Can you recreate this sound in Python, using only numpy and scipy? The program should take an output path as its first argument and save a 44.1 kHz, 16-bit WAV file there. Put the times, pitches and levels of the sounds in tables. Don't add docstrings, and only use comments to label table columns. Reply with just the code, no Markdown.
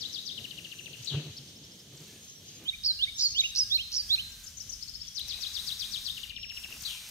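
import sys
import numpy as np
from scipy import signal
from scipy.fft import rfft, irfft
from scipy.io import wavfile
from scipy.ndimage import uniform_filter1d

SR = 44100
rng = np.random.default_rng(int(sys.argv[2]) if len(sys.argv) > 2 else 0)


def persist_wave(psi):
    counts = np.round(np.clip(psi, -1, 1) * 32767).astype(np.int16)
    wavfile.write(sys.argv[1], SR, np.atleast_2d(counts).T)


def gain_from_db(level_db):
    decades = np.asarray(level_db, float) / 20
    return 10 ** decades


N = 313110

# t/ms from the anchor, f/Hz, level/dB and, in some, warble depth/Hz
VEE = [(-32, 6100, -16, 600), (-14, 5350, -4, 600), (-2, 4400, -1, 200), (9, 3600, 0, 80),
       (19, 3200, -4, 0), (24, 2500, -18, 0), (28, 3550, -1, 0), (39, 3950, 0, 0), (45, 3900, -16, 0)]
CHIP = [(-12, 5000, -14), (-9, 4000, -4), (-6.5, 3050, -2), (0, 2820, 0), (6, 2630, -3), (9, 2300, -15),
        (19, 1500, -21)]
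LEAP = [(-6, 4000, -12), (0, 7100, 0), (8, 2700, -8)]
FLOURISH = [(17, 3100, -12, 0), (22, 4050, -1, 280), (33, 4350, 0, 400), (56, 3550, -4, 430),
            (90, 3150, -7, 430), (127.5, 2900, -13, 380), (160, 2650, -21, 260)]
BUZZ = [(-14, 6500, -16, 500), (-4, 6500, 0, 550), (8, 6600, -1, 550), (14, 7200, -14, 300)]
FLICK = [(-11, 3900, -14), (-4, 5200, -3), (0, 6200, -1), (8, 5300, 0), (19, 4900, -10)]
HOOK = [(-19, 4700, -18), (-10, 4300, -12), (-5, 4300, -11), (-1, 5100, 0), (8, 5350, -4)]
ARCH = [(-13, 3800, -14, 0), (-7, 4700, 0, 0), (0, 5700, -5, 0), (8, 4700, 0, 0), (14, 3200, -8, 0),
        (23, 2800, -16, 0)]
DART = [(-6, 7200, -10), (0, 8000, 0), (5, 5500, -2), (10, 3700, -8)]
RISE = [(-55, 2830, -26), (-44, 2930, -15), (-30, 3080, -13), (-20, 3350, -8), (-8, 3720, -2), (0, 3880, 1),
        (9, 3700, 0), (12, 3300, -14), (22, 2100, -30)]
HOOKED_RISE = [(-54, 3400, -26), (-44, 3250, -14), (-30, 3620, 0), (-16, 3900, -2), (-4, 4230, 1),
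               (9, 4130, 0), (14, 3700, -8), (21, 2500, -20), (26, 2100, -30)]
LONG_TAIL = [(-19, 2300, -14), (-10, 2600, -3), (0, 2900, -1), (12, 3200, 0), (24, 3250, -6),
             (30, 3150, -18)]
TICK = [(-3, 7600, -12), (0, 6500, -2), (4, 3200, -12)]
SLIDE = [(-12, 4850, -9, 100), (0, 5200, -2, 200), (16, 5500, -10, 200), (42, 6900, -15, 200)]
TAIL = [(-21, 2400, -20), (-10, 2680, -9), (0, 2880, 0), (10, 2850, -5), (19, 2700, -18)]
SPIKE = [(-9, 4900, -10), (-4, 6700, 0), (1, 9000, -16), (7, 5300, -1), (10, 4400, -6), (16, 2700, -14),
         (20, 3300, -14)]
SHORT_RISE = [(-44, 2950, -30), (-30, 3020, -17), (-16, 3200, -13), (-10, 3500, -5), (-2, 3800, -1),
              (4, 3700, 0), (8, 3450, -9), (12, 3000, -22), (18, 2200, -36)]
LINKED_RISE = [(-52, 2750, -28), (-44, 2830, -14), (-28, 3120, -9), (-15, 3500, -3), (-3, 3880, 1),
               (8, 3780, 0), (13, 3300, -8), (18, 2400, -20), (26, 2050, -26)]
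ARCHED_TAIL = [(-20, 2050, -18), (-12, 2600, -1), (0, 2880, -2), (12, 2850, 0), (19, 2600, -14)]

# syllable, warble f/Hz, list of (t/s, level/dB, pitch factor, stretch factor)
LEFT_SONG = [
    (CHIP, 0, [(.941, -35, 0.99, 0.96), (6.726, -36.5, 0.97, 1.0)]),
    (HOOK, 0, [(5.082, -34, 1.12, 1.0)]),
    (LEAP, 0, [(1.030, -38, 1.0, 0.97), (6.809, -36, 1.0, 0.97)]),
    (SPIKE, 0, [(1.052, -32, 1.0, 1.0), (6.829, -34, .99, 1.0)]),
    (FLOURISH, 207, [(1.052, -28, 0.99, 1.0), (6.829, -28.5, .99, 1.0)]),
]
OTHER_CALLS = [
    (ARCH, 0, [(1.377, -37, 1.0, 1.0)]),
]
NEAR_SONG = [
    (SHORT_RISE, 0, [(2.693, -21, 1.0, 1.0)]),
    (RISE, 0, [(3.038, -18.5, 0.97, 0.95)]),
    (LINKED_RISE, 0, [(3.401, -18, 1.0, 1.08)]),
    (HOOKED_RISE, 0, [(3.755, -19.5, 1.005, 1.08), (4.141, -19, 0.995, 1.0)]),
    (TAIL, 0, [(2.740, -35, 0.84, 0.8), (3.085, -35, .80, 0.95)]),
    (ARCHED_TAIL, 0, [(3.451, -25, 1.0, 1.0)]),
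    (LONG_TAIL, 0, [(3.800, -29, 1.0, 1.0), (4.191, -30, 0.97, 0.9)]),
]
# first crest t/s, length t/ms, crest f/Hz, first dip f/Hz, level/dB
WARBLES = [
    (2.836, 41, 5550, 3850, -20.5),
    (3.1842, 53, 6250, 3400, -18.8),
    (3.5492, 41, 6600, 3650, -20.5),
    (3.9165, 54, 6900, 3850, -24),
]
# top f/Hz, end f/Hz, length t/ms
GLIDES = [
    (4850, 3880, 40),
    (5100, 4200, 38),
    (6150, 4900, 44),
    (5900, 4600, 42),
]
# syllable, habit (warble f/Hz, slowing t/ms per note, pitch change per note,
# opening level/dB, stretch factor), runs (note count; first t/s, gap t/ms, level/dB, pitch factor)
LEFT_TRILLS = [
    (VEE, (172, 0.01, -.009, -.3, 1.01), [dict(count=3, run=(.023, 129.5, -29.5, 1.012)), dict(count=8, run=(5.177, 127.5, -27.8, 1.04))]),
    (CHIP, (0, .45, -.011, 1.5, .94), [dict(count=8, run=(.384, 65.9, -34, 1.05)), dict(count=8, run=(6.176, 64, -32.3, 1.04))]),
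    (BUZZ, (170, -5.8, -.045, -15, .98), [dict(count=4, run=(4.300, 150.5, -31.5, 1.085))]),
    (FLICK, (0, -6.5, .001, -15, 1.01), [dict(count=4, run=(4.322, 155, -30, 1.01))]),
    (HOOK, (0, 0.01, .01, -.3, 1.01), [dict(count=4, run=(4.829, 62.3, -30.5, .998))]),
    (TICK, (0, 0.01, .001, -2.5, 1.01), [dict(count=5, run=(4.821, 62.8, -38.5, 1.01))]),
]
OTHER_TRILLS = [
    (DART, (0, 1.3, -.02, 6.5, 1.01), [dict(count=6, run=(1.972, 29, -52.5, .99))]),
    (SLIDE, (150, .4, -.004, -6.5, 1.01), [dict(count=7, run=(.535, 71, -52, 1.14)), dict(count=6, run=(1.415, 75, -46, 1.02))]),
]
# start t/s, end t/s, first f/Hz, last f/Hz, level/dB
WHISTLES = [(.74, .92, 6150, 6050, -56), (2.20, 2.36, 6570, 6520, -52), (2.21, 2.42, 5700, 5620, -55),
            (2.44, 2.60, 6350, 6300, -53), (3.12, 3.53, 5750, 5650, -46), (3.165, 3.34, 6850, 6550, -39),
            (3.35, 3.52, 6800, 6450, -43), (5.32, 5.53, 2520, 2480, -57), (5.79, 6.02, 2480, 2380, -59),
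            (6.34, 6.68, 5430, 5430, -46), (6.66, 6.82, 5430, 5400, -55), (6.73, 6.82, 5150, 4700, -55),
            (6.27, 6.42, 2420, 2400, -55), (6.84, 7.08, 2420, 2380, -57), (5.04, 5.14, 3400, 3250, -55),
            (2.45, 2.58, 5100, 5050, -56), (2.86, 3.10, 1580, 1680, -68), (3.52, 3.80, 1560, 1720, -68),
            (3.95, 4.55, 1720, 1520, -69), (2.08, 2.22, 1720, 1700, -67)]
# f/Hz, level/dB
CHORUS_TONE = [(530, -52), (900, -23.5), (1670, -12.5), (2700, -7), (3050, 3), (4540, -0.5), (5100, -8.5),
               (6300, 1), (9000, -26), (11700, -58), (19800, -120)]
# t/s, level/dB
CHORUS_LEVEL = [
    (0.0, -49),
    (.45, -55),
    (1.2, -50.5),
    (2.0, -55),
    (2.8, -55),
    (3.6, -59),
    (5.3, -54),
    (5.8, -63),
    (7.1, -55),
]
# t/s, level/dB
TRUCK_PUSH = [(0.0, -63), (.43, -60), (.91, -60), (1.2, -65), (1.9, -66), (2.12, -60.5), (2.49, -66.5),
              (2.9, -59.5), (3.4, -65), (3.6, -59), (4.39, -58), (4.61, -63), (5.14, -62.5), (5.4, -55),
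              (5.71, -52), (6.17, -54.5), (6.5, -59), (6.76, -54)]
# f/Hz, level/dB
RUSTLE_TONE = [(350, -11), (700, -11), (1500, -2.5), (3000, -1), (6000, 7), (8800, -2), (10300, -3),
               (12000, 0.5), (15500, -7)]
# t/s, level/dB, length t/s
DRAGS = [
    (1.2, -58, .2),
    (2.12, -60, .12),
    (2.6, -59, .1),
    (3.4, -57, .12),
    (4.1, -66, .5),
    (5.35, -55, .15),
    (6.55, -58, .1),
    (6.73, -51, .05),
    (7.08, -59, .15),
]
# t/s, level/dB
SNAPS = [(2.6394, -49), (5.1926, -35), (5.2809, -40.5), (6.0871, -44), (6.5165, -49.5), (6.704, -45),
         (6.738, -50), (6.762, -46), (6.8195, -36), (7.089, -39), (.0847, -51), (1.0226, -52),
         (1.6516, -54), (2.0208, -52), (4.2143, -51), (4.5082, -53), (4.8983, -52), (6.7166, -45)]
# t/s, level/dB
SCUFFS = [
    (5.279, -47),
    (5.389, -48),
    (6.649, -47),
    (6.686, -47),
    (6.703, -44),
    (6.765, -45),
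    (6.949, -47),
]
# t/s, level/dB, body f/Hz, length t/ms, rub level/dB
BUMPS = [(1.011, -41.5, 123.6, 13, -65), (1.127, -32.5, 144, 12, -46.5), (1.149, -26, 121, 8, -43.5),
         (1.177, -25, 148, 16, -49), (1.205, -40, 156, 27, -51.5), (1.275, -39.5, 146, 25, -54),
         (1.302, -42, 103, 15, -66), (1.410, -48, 136, 34, -66), (1.945, -49, 141, 22, -59),
         (2.022, -47.5, 152, 22, -56.5), (2.631, -54, 186, 19, -52.5), (6.730, -75, 304, 42, -63.5)]
# f/Hz, level/dB
RUB_TONE = [(150, -3.5), (370, 1), (520, -7), (1000, -18), (2500, -19.5), (4000, -43)]
# f/Hz, level/dB
FIRST_RUMBLE = [(15, -72), (25, -48), (48, -14), (72, -4), (147, 0), (222, -5), (444, -11), (981, -27),
                (1300, -41.5), (1690, -64), (2860, -120)]
# f/Hz, level/dB
SECOND_RUMBLE = [(12, -49), (20, -8), (59, -1), (113, -9), (215, -14), (363, -28.5), (635, -30), (756, -41),
                 (1300, -48.5), (1690, -57), (2860, -120)]


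def near_bird():
    out = song(NEAR_SONG)
    lead_ms, release_ms, join_ms, settle_ms = 4, 8, 6, 16
    for (s, warble_ms, crest_hz, dip_hz, level_db), (top_hz, end_hz, glide_ms) in zip(WARBLES, GLIDES):
        ms = np.arange(-lead_ms, warble_ms + glide_ms + release_ms, .25)
        done = np.clip(ms / warble_ms, 0, 1)
        after = np.maximum(ms - warble_ms, 0)
        down = np.abs(np.sin(np.pi * 69.5 * ms / 1000)) ** 1.3
        dip_depth_hz = crest_hz - dip_hz - 1250 * done ** 1.6
        crest_fall_hz = .6 * (crest_hz - top_hz) * done ** 4.0
        warble = crest_hz - dip_depth_hz * down - crest_fall_hz * (1 - down)
        glide = end_hz + (top_hz - end_hz) * np.exp(-after / settle_ms * (top_hz / 5400) ** 2)
        joined = np.clip(1 + (ms - warble_ms) / join_ms, 0, 1)
        swell_db = -7 * (1 - done) ** 2.6 - 2.5 * after / glide_ms
        swell_db += 2.5 * np.minimum(ms - 2.5, 0)
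        swell_db -= 18 * np.maximum(after - glide_ms, 0) / release_ms
        swell_db -= 9.5 * (1 - joined) * ((warble - 5150) / 1300) ** 2
        pitch_hz = warble + (glide - warble) * joined
        add_syllable(out, s + ms / 1000, pitch_hz, level_db + swell_db, 0 * ms, 0, third_db=7.5, size=50)
    return out


def left_bird():
    return song(LEFT_SONG + trills(LEFT_TRILLS))


def other_birds():
    return song(OTHER_CALLS + trills(OTHER_TRILLS))


def song(phrases):
    out = np.zeros(N)
    for shape, warble_hz, notes in phrases:
        ms, hz, level_db, *warble = np.transpose(shape)
        depth_hz = np.abs(warble[0]) if warble else 0 * ms
        for s, peak_db, pitch, stretch in notes:
            add_syllable(out, s + stretch * ms / 1000, pitch * hz, peak_db + level_db, depth_hz, warble_hz)
    return out


def trills(table):
    phrases = []
    for shape, (warble_hz, slowing_ms, pitch_change, opening_db, stretch), runs in table:
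        for row in runs:
            s, gap_ms, level_db, pitch = row["run"]
            notes = []
            for k in range(row["count"]):
                start = s + k * (gap_ms + k * slowing_ms) / 1000
                notes.append((start, level_db + opening_db / 2 ** k, pitch + k * pitch_change, stretch))
            phrases.append((shape, warble_hz, notes))
    return phrases


def add_syllable(out, s, hz, level_db, depth_hz, warble_hz, third_db=11.0, size=130):
    at = np.arange(max(int(s[0] * SR), 0), min(int(s[-1] * SR), N))
    t = at / SR
    swing = 1 - 2 * np.abs(np.sin(np.pi * warble_hz * (t - s[0]))) ** 1.5
    gain = gain_from_db(np.interp(t, s, level_db))
    glide = uniform_filter1d(np.interp(t, s, hz), size=size, mode="nearest")
    phase = 2 * np.pi * np.cumsum(glide + np.interp(t, s, depth_hz) * swing) / SR
    tone = np.sin(phase) + gain_from_db(-44) * np.sin(2 * phase)
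    tone += gain_from_db(third_db) * gain ** 2 * np.sin(3 * phase)
    out[at] += gain * signal.windows.tukey(len(at), .1) * tone


def place(x, left_db, right_db, echo_left_db, lag, echo_db, early_db, slap_db, flicker_db):
    t = np.arange(int(1.2 * SR)) / SR
    strength = gain_from_db(echo_db - 60 * t / 0.83) * np.minimum(t / 0.049, 1)
    strength += gain_from_db(early_db - 60 * t / 0.095)
    strength += gain_from_db(slap_db) * np.exp(-((t - 0.1247) / 0.0024) ** 2)
    scatter = strength * rng.standard_normal((2, len(t)))
    echoes = signal.fftconvolve(x[None], scatter, axes=1)[:, :N]
    echoes = highpass(echoes, 2700) * gain_from_db(1.2)
    echoes *= gain_from_db(echo_left_db / 2 * np.array([[1], [-1]]))
    x = x * gain_from_db(flicker_db * drift(260))
    right = np.interp(np.arange(N) - lag, np.arange(N), x)
    return np.array([x, right]) * gain_from_db(np.array([[left_db], [right_db]])) + echoes


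def whistles():
    out, t = np.zeros((2, N)), np.arange(N) / SR
    shiver = gain_from_db(5 * np.array([drift(130), drift(130)]))
    wobble = 1 + .008 * drift(200)
    for start, end, first_hz, last_hz, level_db in WHISTLES:
        at = slice(int(start * SR), int(end * SR))
        pitch_hz = np.interp(t[at], [start, end], [first_hz, last_hz]) * wobble[at]
        phase = 2 * np.pi * np.cumsum(pitch_hz) / SR
        sides = np.sin(phase + [[first_hz / 2500], [0]]) * gain_from_db(level_db)
        out[:, at] += sides * shiver[:, at] * signal.windows.tukey(len(phase), .25)
    return out


def rustle():
    sizes = gain_from_db(4.0 * np.minimum(rng.exponential(1, N), 5)) * rng.choice([-1, 1], N)
    clicks = rms_one(sizes * (rng.random(N) < 400 / SR))
    clicks = rms_one(highpass(clicks, 7000))
    blades = coloured(RUSTLE_TONE)[0] * gain_from_db(1.8 * drift(9))
    gear_tone = coloured([(8100, -20), (8500, 0), (9100, 0), (9500, -20)])[0]
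    gears = gain_from_db(-13 + 3.5 * drift(8)) * gear_tone
    pause_db = -11 * np.exp(-((np.arange(N) / SR - 6.43) / 0.125) ** 4)
    return gain_from_db(curve(TRUCK_PUSH) + pause_db + 5.0) * (gain_from_db(-10.5) * clicks + blades + gears)


def scrape():
    t = np.arange(N) / SR
    strength = gain_from_db(-76)
    for s, level_db, length in DRAGS:
        strength = strength + gain_from_db(level_db) * np.exp(-((t - s) / length) ** 2)
    tone = coloured([(400, -6), (800, -6), (1600, -10), (2600, 8)])[0]
    return gain_from_db(-4.5) * strength * tone * gain_from_db(2.2 * drift(8.9))


def snaps():
    return cracks(SNAPS, -3, .03) * coloured([(1000, -6), (6000, -5), (12000, 9.5), (16000, 4)])[0]


def scuffs():
    return cracks(SCUFFS, -8, .05) * coloured([(450, -3), (1000, 0), (2200, -4)])[0]


def knock():
    out, t = np.zeros(N), np.arange(N) / SR
    rub = coloured(RUB_TONE)[0]
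    for s, peak_db, hz, ms, rub_db in BUMPS:
        swell = np.exp(-((t - s) * 1000 / ms) ** 2)
        out += swell * gain_from_db(peak_db) * np.cos(2 * np.pi * hz * (t - s))
        out += np.sqrt(swell) * gain_from_db(rub_db) * rub
    return out


def far_chorus():
    return gain_from_db(curve(CHORUS_LEVEL)) * coloured(CHORUS_TONE, rows=2) * gain_from_db(1.8 * drift(18))


def rumble():
    gusts = gain_from_db(2.0 * drift(12))
    moved = np.arange(N) / SR > 2.668
    spots = np.where(moved, coloured(SECOND_RUMBLE)[0], coloured(FIRST_RUMBLE)[0])
    return gusts * gain_from_db(-56.5) * spots


def cracks(table, trim_db, fall_s):
    out, t = np.zeros(N), np.arange(N) / SR
    for s, peak_db in table:
        out += gain_from_db(peak_db + trim_db - 60 * np.maximum(t - s, 0) / fall_s) * (t >= s)
    return out


def coloured(points, rows=1):
    hz, level_db = np.transpose(points)
    grid = np.maximum(np.arange(N // 2 + 1) * SR / N, 1)
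    shape_db = np.interp(np.log(grid), np.log(hz), level_db)
    shape_db -= 30 * (np.maximum(np.log2(hz[0] / grid), 0) + np.maximum(np.log2(grid / hz[-1]), 0))
    return rms_one(irfft(rfft(rng.standard_normal((rows, N))) * gain_from_db(shape_db), N))


def drift(rate):
    knots = rng.standard_normal(int(N / SR * 400) + 2)
    return np.interp(np.arange(N) * min(rate, 400) / SR, np.arange(len(knots)), knots)


def curve(rows):
    return np.interp(np.arange(N) / SR, *np.transpose(rows))


def highpass(x, hz):
    return signal.sosfilt(signal.butter(2, hz, "high", fs=SR, output="sos"), x)


def rms_one(x):
    return x / np.sqrt(np.mean(x ** 2) + 1e-20)


def scene():
    birds = place(near_bird(), left_db=-3.5, right_db=1.5, echo_left_db=1.0, lag=6.27,
                  echo_db=-46.5, early_db=-40, slap_db=-49, flicker_db=1.5)
    birds += place(left_bird(), left_db=0.0, right_db=-24, echo_left_db=6.5, lag=3.0,
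                   echo_db=-41.5, early_db=-34, slap_db=-50, flicker_db=2.5)
    birds += place(other_birds(), left_db=0.0, right_db=-2, echo_left_db=1.5, lag=1.0,
                   echo_db=-45, early_db=-36, slap_db=-48, flicker_db=2.0)
    truck = rustle() + scrape() + snaps() + scuffs()
    return birds + whistles() + truck + knock() + far_chorus() + rumble()


def roll_off(x):
    return signal.sosfilt(signal.butter(12, 16490, fs=SR, output="sos"), x)


def record(dry):
    dry = highpass(dry, 32)
    dry = signal.sosfilt(signal.cheby2(20, 60, 16050, fs=SR, output="sos"), dry)
    mid, side = (dry[0] + dry[1]) / 2, (dry[0] - dry[1]) / 2
    side = signal.sosfiltfilt(signal.butter(2, 620, "high", fs=SR, output="sos"), side)
    return roll_off(np.array([mid + side, mid - side]))


dry = scene()
out = record(dry)
persist_wave(out)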